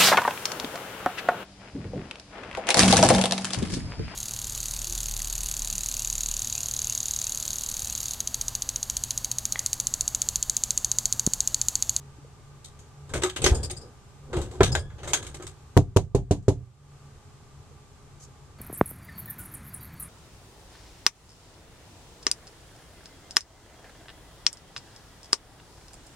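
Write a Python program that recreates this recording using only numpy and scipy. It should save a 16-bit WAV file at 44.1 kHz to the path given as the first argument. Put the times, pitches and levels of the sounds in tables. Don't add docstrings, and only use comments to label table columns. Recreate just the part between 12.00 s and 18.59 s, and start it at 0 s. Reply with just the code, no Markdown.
import sys
import numpy as np
from scipy import signal
from scipy.fft import rfft, irfft, next_fast_len
from scipy.io import wavfile
from scipy.ndimage import minimum_filter1d

SR = 44100
rng = np.random.default_rng(int(sys.argv[2]) if len(sys.argv) > 2 else 0)


def generate_wav(signal):
    frames = np.transpose(np.atleast_2d(signal))
    scaled = np.clip(frames, -1, 1) * 32767
    pcm = np.round(scaled).astype(np.int16)
    wavfile.write(sys.argv[1], SR, pcm)


N = 290442
T = np.arange(SR // 3) / SR
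CREST_DB = 8


def amp(db):
    return 10 ** (np.asarray(db) / 20)


def unit(x):
    return x / np.sqrt(np.mean(x ** 2) + 1e-20)


def along(points, hz):
    f, v = np.transpose(points)
    return np.interp(np.log(hz + 1), np.log(f + 1), v)


def filtered(x, response):
    m = next_fast_len(x.shape[-1] + 4096)
    spectrum = rfft(x, m) * response(np.fft.rfftfreq(m, 1 / SR))
    return irfft(spectrum, m)[..., :x.shape[-1]]


def peaks(table, hz):
    return np.sqrt(sum(amp(db) ** 2 / (1 + (2 * (hz - c) / w) ** 2) for c, w, db in table))


def pair(size, gain, alike):
    def turn(hz):
        likeness = along(alike, hz) if np.ndim(alike) else alike + 0 * hz
        return np.arccos(np.clip(likeness, -1, 1)) / 2

    noise = rng.standard_normal((2, size))
    mid, side = filtered(noise, lambda hz: gain(hz) * [np.cos(turn(hz)), np.sin(turn(hz))])
    return unit(np.array([mid + side, mid - side]))


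def add(track, s, sound):
    part = track[:, round(s * SR):][:, :sound.shape[-1]]
    part += sound[..., :part.shape[1]]


def fade(t60, attack):
    return amp(-60 * T / t60) * (1 - np.exp(-T / attack))


def chatter(rate_hz, depth_db):
    touches = rng.random(len(T)) < rate_hz / SR
    kicks = touches * np.minimum(.6 * amp(depth_db * rng.standard_normal(len(T))), 1)
    return 1 + signal.lfilter([1], [1, -np.exp(-2 * rate_hz / SR)], kicks)


# (frequency [Hz], t60 [s])
HALL_T60 = [(100, 0.4), (500, 0.063), (3000, 0.07), (10000, 0.018)]


def hall(x):
    hz, t, z = signal.stft(rng.standard_normal((2, SR // 4)), SR, nperseg=256)
    apart = np.clip(hz / 1200, .25, 1)[:, None]
    z = np.array([z[0] + apart * z[1], z[0] - apart * z[1]]) / np.sqrt(1 + apart ** 2)
    decay = amp(-60 * t / along(HALL_T60, hz)[:, None])
    tail = signal.istft(z * decay, SR, nperseg=256)[1]
    delayed = np.pad(x, ((0, 0), (300, 0)))
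    wet = signal.fftconvolve(delayed, tail / np.linalg.norm(tail[0]), axes=1)
    return x + amp(-15.5) * wet[:, :len(T)]


# (frequency [Hz], relative density [dB per Hz])
HOUSE_SPECTRUM = [(12, -34.5), (20, -5), (49, -15), (140, -3.5), (161, -15.5), (282, -18), (315, -23),
                  (352, -18), (404, -20.5), (649, -24.5), (1160, -24.5), (1720, -30), (6910, -35),
                  (13900, -47.5), (15500, -82)]
# (frequency [Hz], width [Hz], level over the spectrum [dB])
HUM_BANDS = [(141.8, 2.2, 13), (75, 7.3, 10), (100, 4.5, 2.5), (58, 9.9, 3), (415, 11, 8), (744, 17, -0.5),
             (824, 32, 3.5), (840, 37, -1), (1189, 26, 8.5), (1540, 13, 4), (7740, 1600, 0.5)]
# (frequency [Hz], left-right correlation [-1..1])
HOUSE_ALIKE = [(60, 0.92), (180, 0.88), (550, 0.73), (1650, 0.45), (4970, -0.093), (15000, -0.15)]
HOUSE_RMS_DB = -49


def house():
    spectrum = lambda hz: amp(along(HOUSE_SPECTRUM, hz)) * (1 + peaks(HUM_BANDS, hz))
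    return amp(HOUSE_RMS_DB) * pair(N, spectrum, HOUSE_ALIKE)


# (time [s], level [dB], pitch [Hz], t60 [s])
LEAF_BUMPS = [(.185, -42.5, 283, 0.069), (.247, -38, 470, 0.031), (1.235, -20, 367.7, 0.2),
              (1.441, -12, 425, 0.043), (1.516, -7, 64.4, 0.1), (2.606, -1.5, 402, 0.063),
              (2.608, -13.5, 127.4, 0.16), (2.633, -15.5, 190.4, 0.043), (5.712, -48.5, 466, 0.11)]
# (time of peak [s], boom level [dB], shudder level [dB], swell [dB/s])
DOOR_JOLTS = [(1.151, -30, -36, 357), (1.451, -24.5, -37, 252.5), (1.528, -24, -30.5, 254.5),
              (1.64, -40.5, -44.5, 257.5), (1.84, -53.5, -47.5, 96), (2.378, -28.5, -32, 220),
              (2.612, -15.5, -42.5, 1198.5), (2.729, -23.5, -33, 144), (2.85, -34, -50.5, 200),
              (3.07, -37.5, -41.5, 154), (3.2, -43, -45, 147.5), (3.31, -43, -56, 141),
              (3.44, -43, -58, 250)]
# (frequency [Hz], relative density [dB per Hz])
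BOOM_SPECTRUM = [(12, -37.5), (20, -10), (49, -11.5), (64, -4.5), (137, -10.5), (200, -27.5), (260, -53.5),
                 (440, -120)]
SHUDDER_SPECTRUM = [(110, -50.5), (180, -12.5), (441, -8), (550, -11.5), (634, -22), (725, -15),
                    (1410, -30), (1500, -22.5), (1950, -47), (3300, -120)]
BOOM_FALL_DB_S, SHUDDER_FALL_DB_S = 109, 150


def storm_door():
    s, boom_db, shudder_db, swell_db_s = np.transpose(DOOR_JOLTS)[..., None]
    after = np.arange(N) / SR - s

    def level(db, fall_db_s):
        return np.linalg.norm(amp(db + np.minimum(swell_db_s * after, -fall_db_s * after)), axis=0)

    boom = pair(N, lambda hz: amp(along(BOOM_SPECTRUM, hz)), [(30, 0.61), (80, 0.91)])
    shudder = pair(N, lambda hz: amp(along(SHUDDER_SPECTRUM, hz)), 0.93)
    out = level(boom_db, BOOM_FALL_DB_S) * boom + level(shudder_db, SHUDDER_FALL_DB_S) * shudder
    for s, db, hz, t60 in LEAF_BUMPS:
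        add(out, s, amp(db) * np.sin(2 * np.pi * hz * T)[None] * fade(t60, 0.00087))
    return out


# (time [s], nominal snap peak [dB], low mids over snap [dB],
# body over low mids [dB], mid ring [Hz], snap ring [Hz], t60 before limiting [s])
CONTACTS = [(0.644, -38, -35, -10, 3140, 8360, 0.17), (0.7895, -49, -17.5, 6, 1390, 6800, 0.29),
            (1.092, -49.5, 0.5, -12, 1000, 7700, 0.68), (1.1366, -26.5, -1, 6, 1480, 8460, 0.2),
            (1.219, -32, -2.5, 9, 2750, 6030, 0.13), (1.2337, -19.5, -1.5, -1.5, 1090, 7690, 0.16),
            (1.2943, -36.5, -5, -10, 3180, 7800, 0.16), (1.3615, -29.5, -1.5, 4, 2900, 8300, 0.16),
            (1.4181, -26.5, -12.5, 5, 2600, 8060, 0.39), (1.441, -16.5, -11.5, 2.5, 3140, 6230, 0.17),
            (1.462, -14, -3, 4, 1980, 5580, 0.12), (1.698, -33.5, -13, 13.5, 3620, 6750, 0.18),
            (2.3298, -39.5, 9.5, 9, 1290, 7220, 0.26), (2.3651, -37, -7.5, 7, 2830, 7900, 0.34),
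            (2.4146, -33.5, -11.5, -6, 1030, 7770, 0.18), (2.5114, -47, -0.5, 10.5, 1010, 7660, 0.84),
            (2.6062, -31, 21.5, 5.5, 1300, 7710, 0.09), (2.6311, -17, -7, 0.5, 3760, 6000, 0.17),
            (2.7509, -19, 2.5, 1.5, 1560, 7020, 0.12), (2.902, -56.5, 13, -4, 1474, 6750, 0.15),
            (2.9824, -55.5, 7.5, 1, 3060, 6260, 0.47), (3.032, -40.5, 3, -2, 1370, 6450, 0.33),
            (3.0754, -30.5, -6, 6.5, 1210, 7500, 0.24), (3.133, -12.5, -7.5, -5.5, 1510, 6600, 0.14),
            (3.2256, -39.5, -3.5, -4, 1370, 6700, 0.35), (3.266, -34, -9.5, -4.5, 1600, 8200, 0.13),
            (3.3432, -36, -6.5, 3, 1170, 8100, 0.15), (3.398, -54, 10.5, 10, 1250, 6420, 0.21),
            (3.423, -37.5, -4.5, -13, 1000, 7950, 0.12), (3.467, -35, -8.5, -8, 1180, 8100, 0.14),
            (4.4251, -51, -12, 15, 1030, 7810, 0.22)]
# (frequency [Hz], width [Hz], mean level [dB])
SHEET_MODES = [(364, 12, 14.5), (422, 13, 3), (560, 47, -1), (796, 37, 1), (1000, 47, -3), (1250, 40, 2.5),
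               (1570, 14, 4), (2110, 230, -2.5), (3180, 50, 0), (3760, 240, -1.5), (4870, 90, -6),
               (6450, 130, -24), (8200, 290, 2), (10300, 110, -13)]
# (frequency [Hz], relative density [dB per Hz])
CRACK_SPECTRUM = [(2350, -10), (4000, -6.5), (5190, -9.5), (6510, -1.5), (12200, -17.5), (13500, -17.5),
                  (14500, -43), (15500, -105)]
# (frequency [Hz], width [Hz], level [dB])
FRAME_MODES = [(1660, 73, 1), (3380, 220, -2.5)]
UPPER_DB = -3
HIGH_RING_DB = 7
AIR_LIFT_DB = -3
LATCH_PAN_DB = 1.3


def latch():
    out = np.zeros((2, N))
    slope = lambda hz, lo, hi: 1 / np.sqrt((1 + (lo / (hz + 1)) ** 10) * (1 + (hz / hi) ** 10))
    for s, snap_db, weight_db, body_db, ring_hz, snap_hz, t60 in CONTACTS:
        lower_db = snap_db + weight_db
        upper_db = snap_db + weight_db / 2 + UPPER_DB + HIGH_RING_DB * slope(ring_hz, 1900, 9000)
        struck = [(hz, width, db + rng.normal(0, 5.5)) for hz, width, db in SHEET_MODES]
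        struck += [(ring_hz, 70, 6), (snap_hz, 250, 5)]

        def band(db, shape, alike):
            crack = lambda hz: amp(along(CRACK_SPECTRUM, np.maximum(hz, 4500)))
            sheet = lambda hz: (peaks(struck, hz) + amp(-3)) * crack(hz)
            return amp(db - CREST_DB) * pair(len(T), lambda hz: sheet(hz) * shape(hz), alike)

        air = lambda hz: amp(AIR_LIFT_DB) * slope(hz, 10500, 16000)
        snap = band(snap_db, lambda hz: slope(hz, 3700, 9500) + air(hz), .05)
        upper = band(upper_db, lambda hz: slope(hz, 2000, 4300), .3)
        lower = band(lower_db, lambda hz: slope(hz, 750, 1800), 1.0)
        body = band(lower_db + body_db, lambda hz: slope(hz, 250, 720), 1.0)
        linger = amp(lower_db - 25.5) * pair(len(T), lambda hz: peaks(FRAME_MODES, hz) ** 2, 0.59)

        t60 = np.clip(t60, .03, .45)
        burst = (snap + upper + lower) * chatter(170, depth_db=1.5)
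        burst *= fade(t60, 0.00082) + .6 * fade(0.036, 0.00046)
        burst += body * chatter(64, depth_db=6.5) * fade(1.21 * t60, 0.00068)
        burst += linger * fade(0.48, .004)
        add(out, s, hall(burst * amp([[LATCH_PAN_DB / 2], [-LATCH_PAN_DB / 2]])))
    return out


# (time [s], nominal peak [dB], t60 [s])
LINK_JINGLES = [(1.5457, -25, 0.17), (1.6296, -21.5, 0.13), (1.7067, -24, 0.082), (1.7644, -32.5, 0.13),
                (1.8115, -39, 0.17), (2.7185, -22, 0.22), (2.7894, -30, 0.13)]
# (frequency [Hz], width [Hz], mean level [dB])
CHAIN_MODES = [(4750, 200, -3.5), (5050, 240, -1.5), (6950, 110, 0), (7500, 130, -1.5), (7920, 120, -4.5),
               (8670, 160, -2), (9750, 150, -9.5), (10600, 150, -21)]


def chain():
    out = np.zeros((2, N))
    pan_db = np.array([[1.5], [-1.5]])
    for s, db, t60 in LINK_JINGLES:
        struck = [(hz, width, level + rng.normal(0, 3.3)) for hz, width, level in CHAIN_MODES]
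        crack = lambda hz: amp(-12.5) * amp(along(CRACK_SPECTRUM, hz))
        ring = pair(len(T), lambda hz: peaks(struck, hz) ** 2 + crack(hz), 0.091)
        envelope = fade(t60, 0.0034) + 0.25 * fade(0.026, .0006)
        add(out, s, hall(amp(db - CREST_DB + pan_db) * ring * chatter(100, depth_db=8.0) * envelope))
    return out


# (time [s], wood gain [dB], crack level [dB])
KNUCKLE_RAPS = [(3.7666, 5, -23.5), (3.9625, 7, -16), (4.148, 5, -21.5), (4.3094, 4.5, -19),
                (4.4811, 4, -21)]
# (frequency [Hz], mean level [dB], t60 [s], direction of first swing [+1/-1])
DOOR_MODES = [(50.3, -24, 0.33, 1), (95.6, -8, 0.12, 1), (108, -13, 0.073, 1), (123.3, -22, 0.43, 1),
              (153, -17.5, 0.068, 1), (199, -32, 0.15, -1), (248, -11.5, 0.034, -1), (293.6, -12.5, 0.1, 1),
              (357, -31.5, 0.19, -1), (392, -2, 0.046, 1), (424, -45, 0.111, 1), (487, -35, 0.2, 1),
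              (528, -39, 0.17, 1), (632, -15.5, 0.037, 1), (703, -34, 0.29, -1), (866, -30, .15, 1)]
# (frequency [Hz], relative density [dB per Hz])
PANEL_SPECTRUM = [(88, -38), (150, -8), (214, -16.5), (449, -6), (580, -9.5), (851, -11), (1440, -33.5),
                  (2890, -46), (4500, -36), (5850, -71.5), (9900, -120)]


def raps():
    out, push = np.zeros((2, N)), np.hanning(round(.0016 * SR))
    modes = np.array([np.sign(way) * amp(-60 * T / t60) * np.cos(2 * np.pi * hz * T)
                      for hz, _, t60, way in DOOR_MODES])
    for s, db, crack_db in KNUCKLE_RAPS:
        ring_db = np.array([level + rng.normal(0, 0.7) + rng.normal(0, 3.0, 2)
                            for _, level, _, _ in DOOR_MODES])
        wood = signal.fftconvolve(amp(ring_db).T @ modes, push[None] / push.sum(), axes=1)[:, :len(T)]
        panel = pair(len(T), lambda hz: amp(along(PANEL_SPECTRUM, hz)), 1.0)
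        wood += amp(-17.5) * panel * fade(0.12, 0.00073)
        buzz = pair(len(T), lambda hz: amp(along(CRACK_SPECTRUM, hz)) / (1 + (hz / 11500) ** 6), 0.15)
        buzz *= fade(0.045, 0.0021) + amp(-7.5) * fade(0.16, 0.0034)
        add(out, s, hall(amp(db) * wood + amp(crack_db) * buzz))
    return out


# (time [s], level [dB], half length to 1/e [s])
CLOTH_BRUSHES = [(6.207, -56.5, 0.0071), (6.236, -49.5, 0.023)]


def cloth():
    t = np.arange(N) / SR
    swell = sum(amp(db) * np.exp(-((t - s) / half_s) ** 2) for s, db, half_s in CLOTH_BRUSHES)
    return swell * pair(N, lambda hz: peaks([(6650, 3000, 0)], hz) ** 2, .1)


def scene():
    left, right = raps() + latch() + chain() + storm_door()
    lag_samples = 4
    return np.array([np.roll(left, lag_samples), right]) + house() + cloth()


def gain_control(x, limit_db, most_db, hold_s, attack_s, release_db_s):
    over = np.clip(20 * np.log10(np.abs(x).max(axis=0) + 1e-9) - limit_db, 0, most_db)
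    hold = round(hold_s * SR)
    lowest = minimum_filter1d(np.pad(-over, (hold, hold)), 2 * (hold // 2) + 1)
    held = -lowest[hold - hold // 2:][:N]
    slope = release_db_s * np.arange(N) / SR
    cut_db = np.maximum.accumulate(held + slope) - slope
    keep = np.exp(-1 / (attack_s * SR))
    return x * amp(-signal.lfilter([1 - keep], [1, -keep], cut_db))


# (time [s], length [s])
WRAPS = [(3.7747, .0008), (3.9709, .0005)]
TOP_HZ = 16600


def record(dry):
    x = gain_control(dry, limit_db=-3.0, most_db=14, hold_s=0.25, attack_s=0.046, release_db_s=50)
    top = .51
    x = x / (1 + np.abs(x / top) ** 12) ** (1 / 12)
    for s, length_s in WRAPS:
        x[0, round(s * SR):round((s + length_s) * SR)] = -top
    return filtered(x, lambda hz: (hz < TOP_HZ) * amp(-19 * np.clip((hz - 14000) / 400, 0, 1)))


dry = scene()
out = record(dry)
generate_wav(out)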